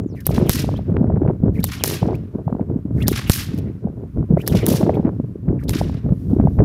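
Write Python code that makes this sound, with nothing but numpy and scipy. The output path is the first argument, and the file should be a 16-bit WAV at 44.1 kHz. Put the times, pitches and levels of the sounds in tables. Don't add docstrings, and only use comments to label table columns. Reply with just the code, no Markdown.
import sys
import numpy as np
from scipy import signal
from scipy.fft import rfft, irfft, next_fast_len
from scipy.io import wavfile
from scipy.ndimage import uniform_filter1d

SR = 44100
rng = np.random.default_rng(int(sys.argv[2]) if len(sys.argv) > 2 else 0)


def boost_factor(decibels):
    exponent = np.asarray(decibels, float) / 20
    return 10 ** exponent


def store_pcm(level_fs):
    pcm = np.round(np.clip(level_fs, -1, 1) * 32767).astype(np.int16)
    wavfile.write(sys.argv[1], SR, np.atleast_2d(pcm).T)


N = 293088

# frequency in Hz, level in dB per Hz.
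FIELD_COLOUR = [(590, -30.5), (1000, -3), (1910, -19.5), (3670, -30), (7790, -34.5), (12700, -33),
                (15000, -33), (15800, -44)]
# frequency in Hz, gain in dB.
MICROPHONE_COLOUR = [(300, 0), (5600, 2.8), (7800, -3), (10000, 0), (12500, 3.5), (14500, -0.5),
                     (15700, -5), (16300, -27)]

# start in seconds, hold in seconds, rumble in dB, flutter in dB.
GUSTS = [(0.0, .15, -23.5, -37), (0.296, .04, -19, -31), (0.376, .09, -18, -23.5), (.56, .24, -20, -37),
         (0.889, .29, -15.5, -29.5), (1.225, 0.081, -17, -25), (1.44, .04, -13, -25.5),
         (1.551, .08, -20, -38), (1.8, .17, -27, -44), (1.87, .07, -30, -31), (2.025, .105, -20, -26),
         (2.331, .09, -26.5, -33), (2.465, .15, -24, -31.5), (2.692, .09, -21, -34.5),
         (2.858, .06, -23.5, -40.5), (2.952, .15, -16.5, -36), (3.151, .14, -26, -48),
         (3.491, .22, -21.5, -39), (3.829, .06, -25.5, -35), (3.94, .12, -29.5, -41),
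         (4.165, .06, -17, -33), (4.299, .07, -16, -29), (4.514, .06, -13, -24), (4.641, .36, -18, -23),
         (5.045, .03, -17, -23), (5.12, .17, -23, -43), (5.475, .07, -16, -31), (5.651, .23, -19, -36),
         (6.045, .085, -15, -31), (6.31, .18, -13.5, -29), (6.589, .08, -10, -23), (1.649, .12, -27.5, -52),
         (2.17, .09, -26, -46), (3.38, .06, -27, -50), (4.4, .08, -34, -33), (5.93, .05, -22.5, -41),
         (6.201, .08, -22, -42.5), (6.509, .05, -19.5, -39), (2.284, .015, -34, -40)]
HEAVE_DB = [-3.5, 4.5, 0, 0, -2.5, 0, 0.5, 2.5, -6, -4, -1, -9, -2, -5, 0, 0.5, 2.5, -10, -1, -13.5, 3, 0,
            -2, -7.5, -5.5, -9.5, 0.5, 3.5, 1, 2, 6, 4.5, -4, 1, -8.5, 0, -3, 6, -4]
# time in seconds, depth in dB.
LULLS = [(.085, 12), (.17, 4), (1.73, 5), (1.79, 4), (2.26, 4.5), (3.23, 3), (3.53, 3), (3.73, 5),
         (3.94, 4), (4.08, 3), (4.78, 4), (5.12, 4), (5.27, 5), (5.62, 2), (5.78, 3), (6.025, 7), (6.19, 4),
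         (6.24, 3), (.22, 1), (.84, 2), (1.372, 2.5), (2.0, 5), (2.31, 10), (2.441, 10), (2.54, 5),
         (2.82, 8), (3.46, 5), (3.8, 5), (4.13, 8), (4.275, 12), (4.41, 4), (4.45, 2), (4.96, 2), (5.02, 5),
         (5.33, 3), (5.99, 2), (6.15, 5), (6.35, 4), (6.515, 5), (6.555, 6)]
# frequency in Hz, level in dB per Hz.
EDDY_COLOUR = [(28, -24), (50, -14), (90, 0.5), (130, -3), (250, -10.5), (400, 13.5), (700, -11),
               (1200, -21), (2000, -42), (3200, -57)]
# time in seconds, peak in dB at full height.
BUFFETS = [(.293, -7.5), (.384, -3), (.426, -3), (.922, -6.5), (1.012, -2.5), (1.142, -2), (1.287, -4),
           (1.438, -0.5), (1.594, -4.5), (2.03, -6), (2.075, -7), (2.472, -8.5), (2.612, -8), (2.762, -7),
           (3.855, -8), (4.308, -2.5), (4.34, 0), (4.523, -6), (4.551, -2), (4.69, -4), (4.748, -5),
           (4.835, -3), (5.053, -2), (5.486, -8), (5.815, -8.5), (6.125, -3.5), (6.334, -2.5), (6.4, 1.5),
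           (6.454, -1), (6.597, -0.5)]
# time in seconds, peak in dB at full height.
SWIRLS = [(.062, -11.5), (.549, -14), (.639, -12), (.888, -10), (.967, -9.5), (1.043, -7.5), (1.221, -6),
          (1.463, -5), (2.356, -13.5), (2.527, -9), (2.551, -11), (2.713, -12), (2.855, -12), (3.117, -7.5),
          (3.543, -10), (3.7, -17), (4.193, -13), (4.325, -8.5), (4.718, -4), (4.879, -5), (4.999, -5.5),
          (5.2, -9), (5.358, -17.5), (5.507, -9), (5.531, -10), (5.759, -8), (5.9, -18), (6.053, -9),
          (6.367, -6.5), (6.623, -3.5)]
# time in seconds, peak in dB at full height.
KNOCKS = [(.293, -22), (.308, -13.5), (.381, -14.5), (.645, -17.5), (.691, -18), (.741, -15.5),
          (.792, -19.5), (1.044, -12.5), (1.103, -13.5), (1.252, -17), (1.299, -15.5), (1.435, -20),
          (2.03, -10.5), (2.087, -13.5), (2.48, -13.5), (2.597, -16), (3.873, -20.5), (4.375, -7),
          (4.55, -6.5), (4.718, -9.5), (4.83, -11), (4.895, -1), (4.973, -15), (4.996, -19.5), (5.2, -19.5),
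          (5.814, -10), (6.091, -15), (6.4, -8.5), (6.473, -9.5), (6.604, -3.5)]
# time in seconds, peak in dB at full height.
SLAPS = [(1.1, -21), (.645, -17), (.691, -18.5), (.741, -21), (1.9, -25), (2.527, -21), (4.372, -11),
         (4.997, -22), (5.814, -17), (.293, -22), (.792, -28), (2.502, -22), (2.551, -22), (5.2, -30),
         (4.228, -29), (4.44, -30), (1.81, -28), (1.86, -26), (1.912, -22), (2.131, -22.5), (2.392, -25),
         (2.703, -25), (4.814, -15), (4.74, -16), (1.172, -20), (1.1, -16.5), (5.092, -22), (5.897, -24)]
# time in seconds, peak in dB at full
TICKS = [(.381, -21), (.968, -21), (1.29, -33), (4.373, -32), (4.55, -26), (5.05, -33), (5.07, -36),
         (5.487, -30.5), (6.093, -37), (6.592, -23.5), (6.605, -25), (.922, -37), (1.01, -40), (1.043, -35),
         (1.07, -41), (1.102, -35), (1.125, -40), (1.16, -38), (1.175, -36.5), (1.232, -41), (1.278, -31.5),
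         (2.481, -42), (2.5, -40), (2.61, -40), (4.83, -29), (4.868, -32), (5.059, -36), (5.093, -38),
         (5.946, -38), (6.399, -32), (6.413, -36.5), (6.475, -39), (6.484, -37), (6.646, -32)]
# time in seconds, peak of their top in dB.
PUFFS = [(.425, -22), (.869, -30), (.902, -24), (.964, -24), (1.003, -26), (1.03, -20), (1.122, -25),
         (1.14, -21), (1.218, -23), (1.283, -19), (1.944, -24), (2.1, -19), (2.109, -18), (2.144, -28),
         (3.113, -25), (4.037, -30), (4.184, -25), (4.305, -23), (4.323, -24), (4.339, -24), (4.784, -19),
         (4.876, -16), (4.932, -18), (5.03, -28), (5.046, -22), (5.132, -28), (5.286, -32), (5.527, -24),
         (5.552, -34), (5.872, -27), (6.322, -26), (6.365, -26), (6.461, -20), (6.588, -14), (4.903, -14),
         (4.978, -19), (4.76, -20), (4.944, -22), (1.06, -24), (1.2, -30)]

# start in seconds, length in seconds, from Hz, to Hz, level in dB.
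CHIRPS = [
    (.032, .008, 8400, 5900, -65),
    (.058, 0.099, 8000, 3740, -65.5),
]

# start, rise and fall in seconds, level in dB.
SWISHES = [(.145, .013, 0.27, -60), (.455, .008, 0.08, -48), (.76, .012, .025, -54),
           (1.52, 0.031, 0.27, -56.5), (2.9, .13, 0.045, -50), (3.262, 0.016, 0.11, -41),
           (4.348, 0.055, 0.13, -52.5), (4.93, 0.016, .039, -53), (5.58, .024, 0.12, -61.5),
           (5.95, .26, .5, -62.5), (6.28, .03, 0.057, -61), (6.3, .25, .3, -65.5)]
# time in seconds, level in dB.
FLICKS = [(.202, -42), (.898, -61), (1.599, -42.5), (2.149, -43.5), (3.023, -37.5), (3.583, -38.5),
          (4.413, -45), (5.634, -45.5)]
# time in seconds, level in dB.
TAPS = [(.705, -52), (.722, -54), (.738, -54), (2.05, -54), (2.066, -52), (3.508, -52), (3.547, -46),
        (3.577, -40), (4.893, -57), (4.906, -59), (5.917, -53), (5.945, -53)]
# time in seconds, level in dB.
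LEADS = [(.253, -40), (0.486, -30.5), (1.628, -41), (1.796, -55.5), (3.069, -31), (4.462, -36),
         (4.654, -35), (5.68, -40)]
# start in seconds, length in seconds, from Hz, level in dB.
RISING = [(.152, .035, 3300, -71), (.455, .016, 2300, -52), (0.754, 0.026, 2700, -49.5),
          (1.545, .02, 1850, -50.5), (1.579, 0.024, 1855, -45), (2.137, .0237, 2000, -48),
          (3.003, 0.031, 2000, -39), (3.265, .016, 2100, -45), (3.02, 0.013, 3200, -40.5),
          (4.375, 0.026, 1800, -52), (4.399, 0.023, 2200, -41), (4.39, .02, 1150, -53), ]
# start in seconds, length in seconds, from Hz, level in dB.
FALLING = [(.152, 0.066, 2700, -56), (.155, .075, 2200, -52.5), (1.555, .025, 2620, -47.5),
           (1.597, 0.024, 2000, -53), (2.975, 0.026, 2100, -48), (3.015, 0.06, 2300, -47),
           (3.0, .03, 1600, -49), (4.59, 0.054, 2700, -43), (.31, .03, 2800, -48.5),
           (4.419, 0.035, 2060, -52)]
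# start in seconds, length in seconds, from Hz, to Hz, level in dB.
BREATHY = [(.455, .03, 3100, 2950, -43), (.468, .016, 2400, 2250, -45), (1.796, .036, 3400, 2450, -39),
           (3.262, .03, 3100, 2600, -38), (3.268, .022, 2300, 2200, -41), (4.625, .03, 3200, 2700, -43),
           (4.62, .03, 2000, 1900, -48), (4.934, .026, 2250, 2400, -46), (4.95, .01, 3000, 3900, -46),
           (4.958, .03, 2200, 1700, -55), (5.588, .016, 1950, 1850, -49), (5.605, .018, 1600, 1450, -52),
           (5.622, .018, 1800, 2000, -52), (5.62, .016, 1050, 1200, -53), (3.655, .04, 1800, 2100, -56)]
# seconds after the crack (negative is before), length in seconds, from Hz, to
# Hz, level in dB. The first two go with the cracks behind; the front one has no length and stays silent.
RECOIL = (.012, .024, 4000, 2900, -44)
BACK_SIZZLE = (-.014, .014, 3599.5, 5099.5, -39.5)
FRONT_SIZZLE = (0.1, 0, 2849.5, 4450, -39.5)

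# time in seconds, strength in dB, capsule ring in dB, spread in ms, body in dB.
BACK_CRACKS = [
    (0.2671, -4, 4.5, 0.489, -14.5),
    (1.6415, 0, -1.5, 1, -15),
    (3.0815, 4, 1.5, 0.54, -12),
    (4.4767, -0.5, -2.5, 1.1, -15),
]
FRONT_CRACKS = [
    (.4949, 0, -1, .12, -22),
    (3.2977, 2.5, -5, .12, -20),
    (1.8384, 0, 5.5, .25, -9),
    (4.6653, -2, 4, .45, -13),
]
LAST_CRACK = [
    (5.6937, 0, -14.5, 1.07, -16),
]
# echo tilt in dB per octave, nearest ground in dB, edge in dB.
BACK_AIM = [(0, 0, -4), (0, 1, 0), (0, 2, 0), (0, 4, 0)]
FRONT_AIM = [(0, 3.5, 0), (1, 0, 0), (0, -0.5, 0), (1.2, -9, -6)]
LAST_AIM = [(0, 2, 0)]
# time in seconds, level in dB.
OVERLOADS = [
    (.4951, 0),
    (3.2979, 4),
]
# delay in seconds, level in dB.
BACK_GROUND, FRONT_GROUND, LAST_GROUND = (0.0044, -3.5), (.0054, -7), (0.00173, -5)

# delay in seconds, depth in seconds, dB per kHz at 5 kHz, tilt in dB per octave.
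BACK_ECHO = [(.007, .007, -47.5, 3), (.034, .022, -54, 5.0), (.049, .005, -46, -6), (.058, .006, -51, -8),
             (.08, .006, -40, -3), (.096, .011, -41, -3.5), (.112, .006, -45, -6), (.135, .012, -55, -4.0)]
FRONT_ECHO = [(.010, .007, -40, 1), (.022, .007, -35.5, 2.5), (.039, .007, -33.5, 1.0),
              (.06, .028, -39, 0.4), (.1, .022, -39, -2.0), (.0385, .0015, -39, 0), (.063, .002, -36, -1),
              (.135, .03, -49, -1), (.24, .005, -58, -3)]
LAST_ECHO = [(.013, .006, -45, 0), (.028, .012, -54, 4), (.075, .012, -45.5, -3.0), (.044, .005, -38.5, -5),
             (.058, .012, -42.5, -4.0), (.095, .014, -42, -4.0), (.25, .004, -58, -7.0),
             (.285, 0.018, -62.5, -7.0)]
# start in seconds, dB per kHz at 5 kHz, tilt in dB per octave.
BACK_TAIL, FRONT_TAIL, LAST_TAIL = (0.11, -50, -4.5), (0.1, -47.5, -2.5), (.11, -51.5, -4.0)


def rms_one(x):
    return x / np.sqrt(np.mean(x ** 2) + 1e-20)


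def at_hz(points, hz):
    points = np.array(points)
    return np.interp(np.log(hz), np.log(points[:, 0]), points[:, 1])


def colour(x, points):
    size = next_fast_len(N)
    gain = boost_factor(at_hz(points, np.fft.rfftfreq(size, 1 / SR) + 1))
    return irfft(rfft(x, size) * gain, size)[:N]


def band(x, low_hz, high_hz):
    return signal.sosfilt(signal.butter(2, [low_hz, high_hz], "band", fs=SR, output="sos"), x)


def drift(rate_hz):
    r = np.exp(-2 * np.pi * rate_hz / SR)
    wander = signal.lfilter([1], [1, -2 * r, r * r], rng.standard_normal(N + SR))
    return rms_one(wander[SR:])


def add(out, start_s, piece):
    i = round(start_s * SR)
    out[i:i + len(piece)] += piece[:N - i]


def glides(rows, width_hz):
    out = np.zeros(N)
    sway = drift(width_hz) + 1j * drift(width_hz)
    for s, length, from_hz, to_hz, db in rows:
        u = np.linspace(0, 1, round(length * SR))
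        pitch_hz = from_hz * (to_hz / from_hz) ** u
        turn = np.exp(2j * np.pi * np.cumsum(pitch_hz) / SR)
        i = round(s * SR)
        swell = np.sqrt(np.sin(np.pi * u))
        add(out, s, boost_factor(db) * swell * np.real(turn * sway[i:i + len(u)]))
    return out


def field_hush():
    sway_db = .8 * drift(3)
    hiss = band(colour(rng.standard_normal(N), FIELD_COLOUR), 1500, 19000)
    return boost_factor(-64.5 + sway_db) * rms_one(hiss)


def gust_db(rows, lull_db, steeper):
    rise_db_per_s, fall_db_per_s, lull_s = 400, 200, .024
    t = np.arange(0, N + 64, 64) / SR
    power = boost_factor(lull_db) ** 2
    for s, hold, db in rows:
        below = rise_db_per_s * np.maximum(s - t, 0) + fall_db_per_s * np.maximum(t - s - hold, 0)
        power = power + boost_factor(db - steeper * below) ** 2
    dips = sum(depth_db * np.exp(-((t - s) / lull_s) ** 2) for s, depth_db in LULLS)
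    return np.interp(np.arange(N) / SR, t, 10 * np.log10(power) - steeper * dips)


def eddies(rows, centre_hz, turns, under_db=-60):
    out = np.zeros(N)
    chances = rng.uniform(-0.9, 1, (len(rows), 2))
    for (s, db), (phase, scale) in zip(rows, chances):
        hz = centre_hz * 1.35 ** scale
        cycles = np.arange(-3 * SR // hz, 6 * SR // hz) * hz / SR
        side = np.where(cycles < 0, .8, 1.55)
        shape = np.exp(-(cycles / turns / side) ** 2)
        add(out, s - 3 / hz, boost_factor(db) * shape * np.cos(2 * np.pi * cycles + np.pi * phase))
        add(out, s - 3 / hz, boost_factor(db + under_db) * np.sqrt(shape) * np.cos(np.pi * (cycles + phase)))
    return out


def room_left(level_db, strong):
    carried = uniform_filter1d(strong ** 2, size=round(.05 * SR))
    whole = boost_factor(level_db) ** 2
    return np.sqrt(np.maximum(whole - carried, 0.55 * whole))


def random_eddies(flutter_db):
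    hit = rng.random(N) < 260 * boost_factor(4 * drift(12)) / SR
    sizes = hit * boost_factor(4.15 * np.minimum(rng.exponential(1, N), 3))
    sharp = np.clip(rng.standard_normal(N), -2, 1.3)
    signs = rng.choice([-1, 1], (2, N))
    deep, low_part, high_part = np.zeros((3, N))
    edges = 25 * 2 ** np.arange(0, 7.3, .6)
    for k, (low, high) in enumerate(zip(edges, edges[1:])):
        hz = np.sqrt(low * high)
        pulses = sizes * signs[k % 2] * boost_factor(2.2 * sharp * np.log2(hz / 150))
        pulses = pulses + (0.075 if hz > 280 else .15) * sharp
        layer = band(band(pulses, low, high)[::-1], low / 1.3, high * 1.045)[::-1]
        layer = layer / np.sqrt(uniform_filter1d(layer ** 2, size=round(SR * (0.08 + 4 / hz))) + 1e-9)
        layer = layer * boost_factor(0.11 * (flutter_db + 32.5) * max(np.log2(hz / 400), 0))
        part = deep if hz < 105 else low_part if hz < 280 else high_part
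        part += boost_factor(at_hz(EDDY_COLOUR, hz)) * np.sqrt(high - low) * layer
    return rms_one(deep), rms_one(low_part), rms_one(high_part)


def wind():
    under_db, lull_rumble_db = -1.5, -32.5
    gusts = np.array(GUSTS)
    rumble_rows = gusts[:, :3]
    heave_rows = rumble_rows + np.outer(HEAVE_DB, [0, 0, 1])
    rumble_db = gust_db(rumble_rows, lull_rumble_db, steeper=0.94)
    flutter_db = gust_db(gusts[:, [0, 1, 3]], lull_db=-52, steeper=1.5)
    heave_db = gust_db(heave_rows, lull_rumble_db, steeper=0.8)
    deep, low, high = random_eddies(flutter_db)

    buffets = eddies(BUFFETS, centre_hz=180, turns=.7) + eddies(SWIRLS, centre_hz=270, turns=0.69)
    knocks = eddies(KNOCKS, centre_hz=580, turns=.7)
    knocks = knocks + eddies(SLAPS, centre_hz=713, turns=0.55, under_db=under_db)
    ticks = eddies(TICKS, centre_hz=1380, turns=0.45, under_db=under_db + 6)
    puffs = boost_factor(-3) * eddies(PUFFS, centre_hz=560, turns=.55, under_db=under_db)
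    t = np.arange(N) / SR
    first = -.14 * np.cos(2 * np.pi * 200 * t) * np.exp(-t / .005)

    rumble = room_left(rumble_db - 1.05, buffets) * low + boost_factor(heave_db - 10.5) * deep
    flutter = room_left(flutter_db + 3.0, knocks) * high
    total = rumble + flutter + buffets + knocks + ticks + first + puffs
    return .95 * np.tanh(total / .95)


def bird():
    return glides(CHIRPS, width_hz=260)


def swishes():
    rows = list(SWISHES)
    rows += [(s, .004, .009, db) for s, db in FLICKS]
    rows += [(s, .001, .0035, db) for s, db in TAPS]
    rows += [(s, .004, .014, db) for s, db in LEADS]
    level = np.zeros(N)
    for s, rise, fall, db in rows:
        t = np.arange(round((rise + 2 * fall) * SR)) / SR
        swell = np.minimum(t / rise, 1) ** 1.9
        add(level, s, boost_factor(db - 20 * np.maximum(t - rise, 0) / fall) * swell)
    hiss = colour(rng.standard_normal(N), [(900, -29), (2500, -0.5), (5000, -1.5), (12000, 0.5)])
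    return level * rms_one(hiss) * boost_factor(1.2 * drift(250))


def around(cracks, glide):
    after, length, from_hz, to_hz, db = glide
    return [(row[0] + after, length, from_hz, to_hz, db + row[1]) for row in cracks]


def whistles():
    rise_octaves_per_s, fall_octaves = 22, .55
    rows = [(s, length, hz, hz * 2 ** (rise_octaves_per_s * length), db) for s, length, hz, db in RISING]
    rows += [(s, length, hz, hz * 2 ** -fall_octaves, db) for s, length, hz, db in FALLING]
    sizzles = around(BACK_CRACKS + LAST_CRACK, BACK_SIZZLE) + around(FRONT_CRACKS, FRONT_SIZZLE)
    return glides(rows, width_hz=190) + glides(sizzles, width_hz=900)


def breathy_whistles():
    return glides(BREATHY + around(BACK_CRACKS, RECOIL), width_hz=330)


def scatter(t, hz, reflectors):
    octaves = np.log2(hz / 5000)
    loss_db = .7 * octaves ** 2 + 12 * max(np.log2(1400 / hz), 0)
    power = 0
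    for delay, depth, db, tilt in reflectors:
        air_db = 25 * delay * (hz / 1e4) ** 2
        away_db = 10 * (np.abs(t - delay) / depth) ** 1.3
        power = power + boost_factor(db + tilt * octaves - loss_db - air_db - away_db) ** 2
    return power


def valley(t, hz, tail):
    octaves = np.log2(hz / 5000)
    start, db, tilt = tail
    late = np.maximum(t - start, 0)
    swell = np.minimum(t / start, 1) ** 3.5
    tail_db_per_s = 120 * 2 ** (.55 * octaves)
    fading = boost_factor(-tail_db_per_s * late) ** 2 + boost_factor(-22 - 50 * late) ** 2
    return swell * fading * boost_factor(db + tilt * octaves - 1.5 * octaves ** 2) ** 2


def echoes():
    directions = ((BACK_CRACKS, BACK_AIM, BACK_ECHO, BACK_TAIL),
                  (FRONT_CRACKS, FRONT_AIM, FRONT_ECHO, FRONT_TAIL),
                  (LAST_CRACK, LAST_AIM, LAST_ECHO, LAST_TAIL))
    out = np.zeros(N)
    t = np.arange(0, round(.9 * SR), 8) / SR
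    white = rng.standard_normal((2, N))
    shared = .7 * drift(150)
    clumps = [1.9 * drift(70) for _ in range(5)]
    edges = 500 * 2 ** np.arange(0, 5.1, .5)
    for k, (low, high) in enumerate(zip(edges, edges[1:])):
        power = np.zeros(N)
        hz = np.sqrt(low * high)
        for rows, aims, reflectors, tail in directions:
            near = scatter(t, hz, reflectors[:1]) * (t > .002)
            far = scatter(t, hz, reflectors[1:]) + valley(t, hz, tail)
            for row, (tilt_db, near_db, _) in zip(rows, aims):
                back = np.repeat(near * boost_factor(near_db) ** 2 + far, 8)
                add(power, row[0], back * boost_factor(row[1] + tilt_db * np.log2(hz / 5000)) ** 2)
        lumps = rms_one(boost_factor(shared + clumps[k // 2]))
        out += np.sqrt(power * (high - low) / 1000) * lumps * rms_one(band(white[k % 2], low, high))
    return out


def overloads():
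    out = np.zeros(N)
    t = np.arange(round(.016 * SR)) / SR
    for s, db in OVERLOADS:
        swing = np.cos(2 * np.pi * 39 * t ** .8) * np.exp(-t / .006) * np.cos(np.pi / 2 * t / t[-1])
        add(out, s, boost_factor(db) * swing * (1 - np.exp(-t / .00005)))
    bounces = [(s + FRONT_GROUND[0], db - 17.5) for s, db in OVERLOADS]
    return out + eddies(bounces, centre_hz=1500, turns=.5)


def cracks():
    ring, edge, far_edge, body = np.zeros((4, N))
    t = np.arange(round(.016 * SR)) / SR
    lead = .003
    # sharp edge in dB, rattle of lesser shocks, ground bounce
    rows = [row + (-16.5, .16, BACK_GROUND) for row in BACK_CRACKS]
    rows += [row + (-6.5, 0, FRONT_GROUND) for row in FRONT_CRACKS]
    rows += [row + (-20.5, .16, LAST_GROUND) for row in LAST_CRACK]
    aims = BACK_AIM + FRONT_AIM + LAST_AIM
    noise = rng.standard_normal((len(rows), 3, len(t)))
    for row, aim, shocks in zip(rows, aims, noise):
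        s, strength_db, ring_db, spread_ms, body_db, edge_db, rattle, (bounce_s, bounce_db) = row
        start = s - lead
        shape = np.exp(-np.abs(t - lead) / np.where(t < lead, .0003, spread_ms / 1000))
        shape += .05 * np.exp((t - lead) / .0015) * (t < lead)
        trail = shape + rattle * np.exp(-(t - lead) / .003) * (t > lead)
        add(ring, start, boost_factor(ring_db) * trail * shocks[0])
        sharp = far_edge if rattle else edge
        add(sharp, start, boost_factor(edge_db + strength_db + aim[2]) * trail * shocks[1])
        add(body, start, boost_factor(body_db) * shape * np.abs(shocks[2]))
        add(body, start + bounce_s, -boost_factor(body_db + bounce_db) * shape * np.abs(shocks[1]))
    bright = 0.86 * band(ring, 10800, 14600) + 2.2 * band(edge, 2500, 11300)
    bright = bright + 2.1 * band(far_edge, 4000, 11300)
    lag = round(.0054 * SR)
    delayed = np.concatenate([np.zeros(lag), bright[:-lag]])
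    ground = boost_factor(-13) * colour(delayed, [(2500, 0), (6000, -7), (14000, -10)])
    return bright + ground + 2.6 * band(body, 350, 2300) + overloads()


def scene():
    background = field_hush() + wind()
    through_air = bird() + swishes() + whistles() + echoes()
    mix = background + colour(through_air, MICROPHONE_COLOUR) + breathy_whistles() + cracks()
    return mix[None]


def band_limit(x):
    return signal.sosfilt(signal.butter(12, 16510, fs=SR, output="sos"), x)


def record(dry):
    top = signal.cheby2(12, 60, 16600, fs=SR, output="sos")
    clipped = np.clip(dry[0], -.97, .97)
    settled = signal.sosfilt_zi(top) * clipped[0]
    cut = signal.sosfilt(top, clipped, zi=settled)[0]
    return band_limit(cut[None])


dry = scene()
out = record(dry)
store_pcm(out)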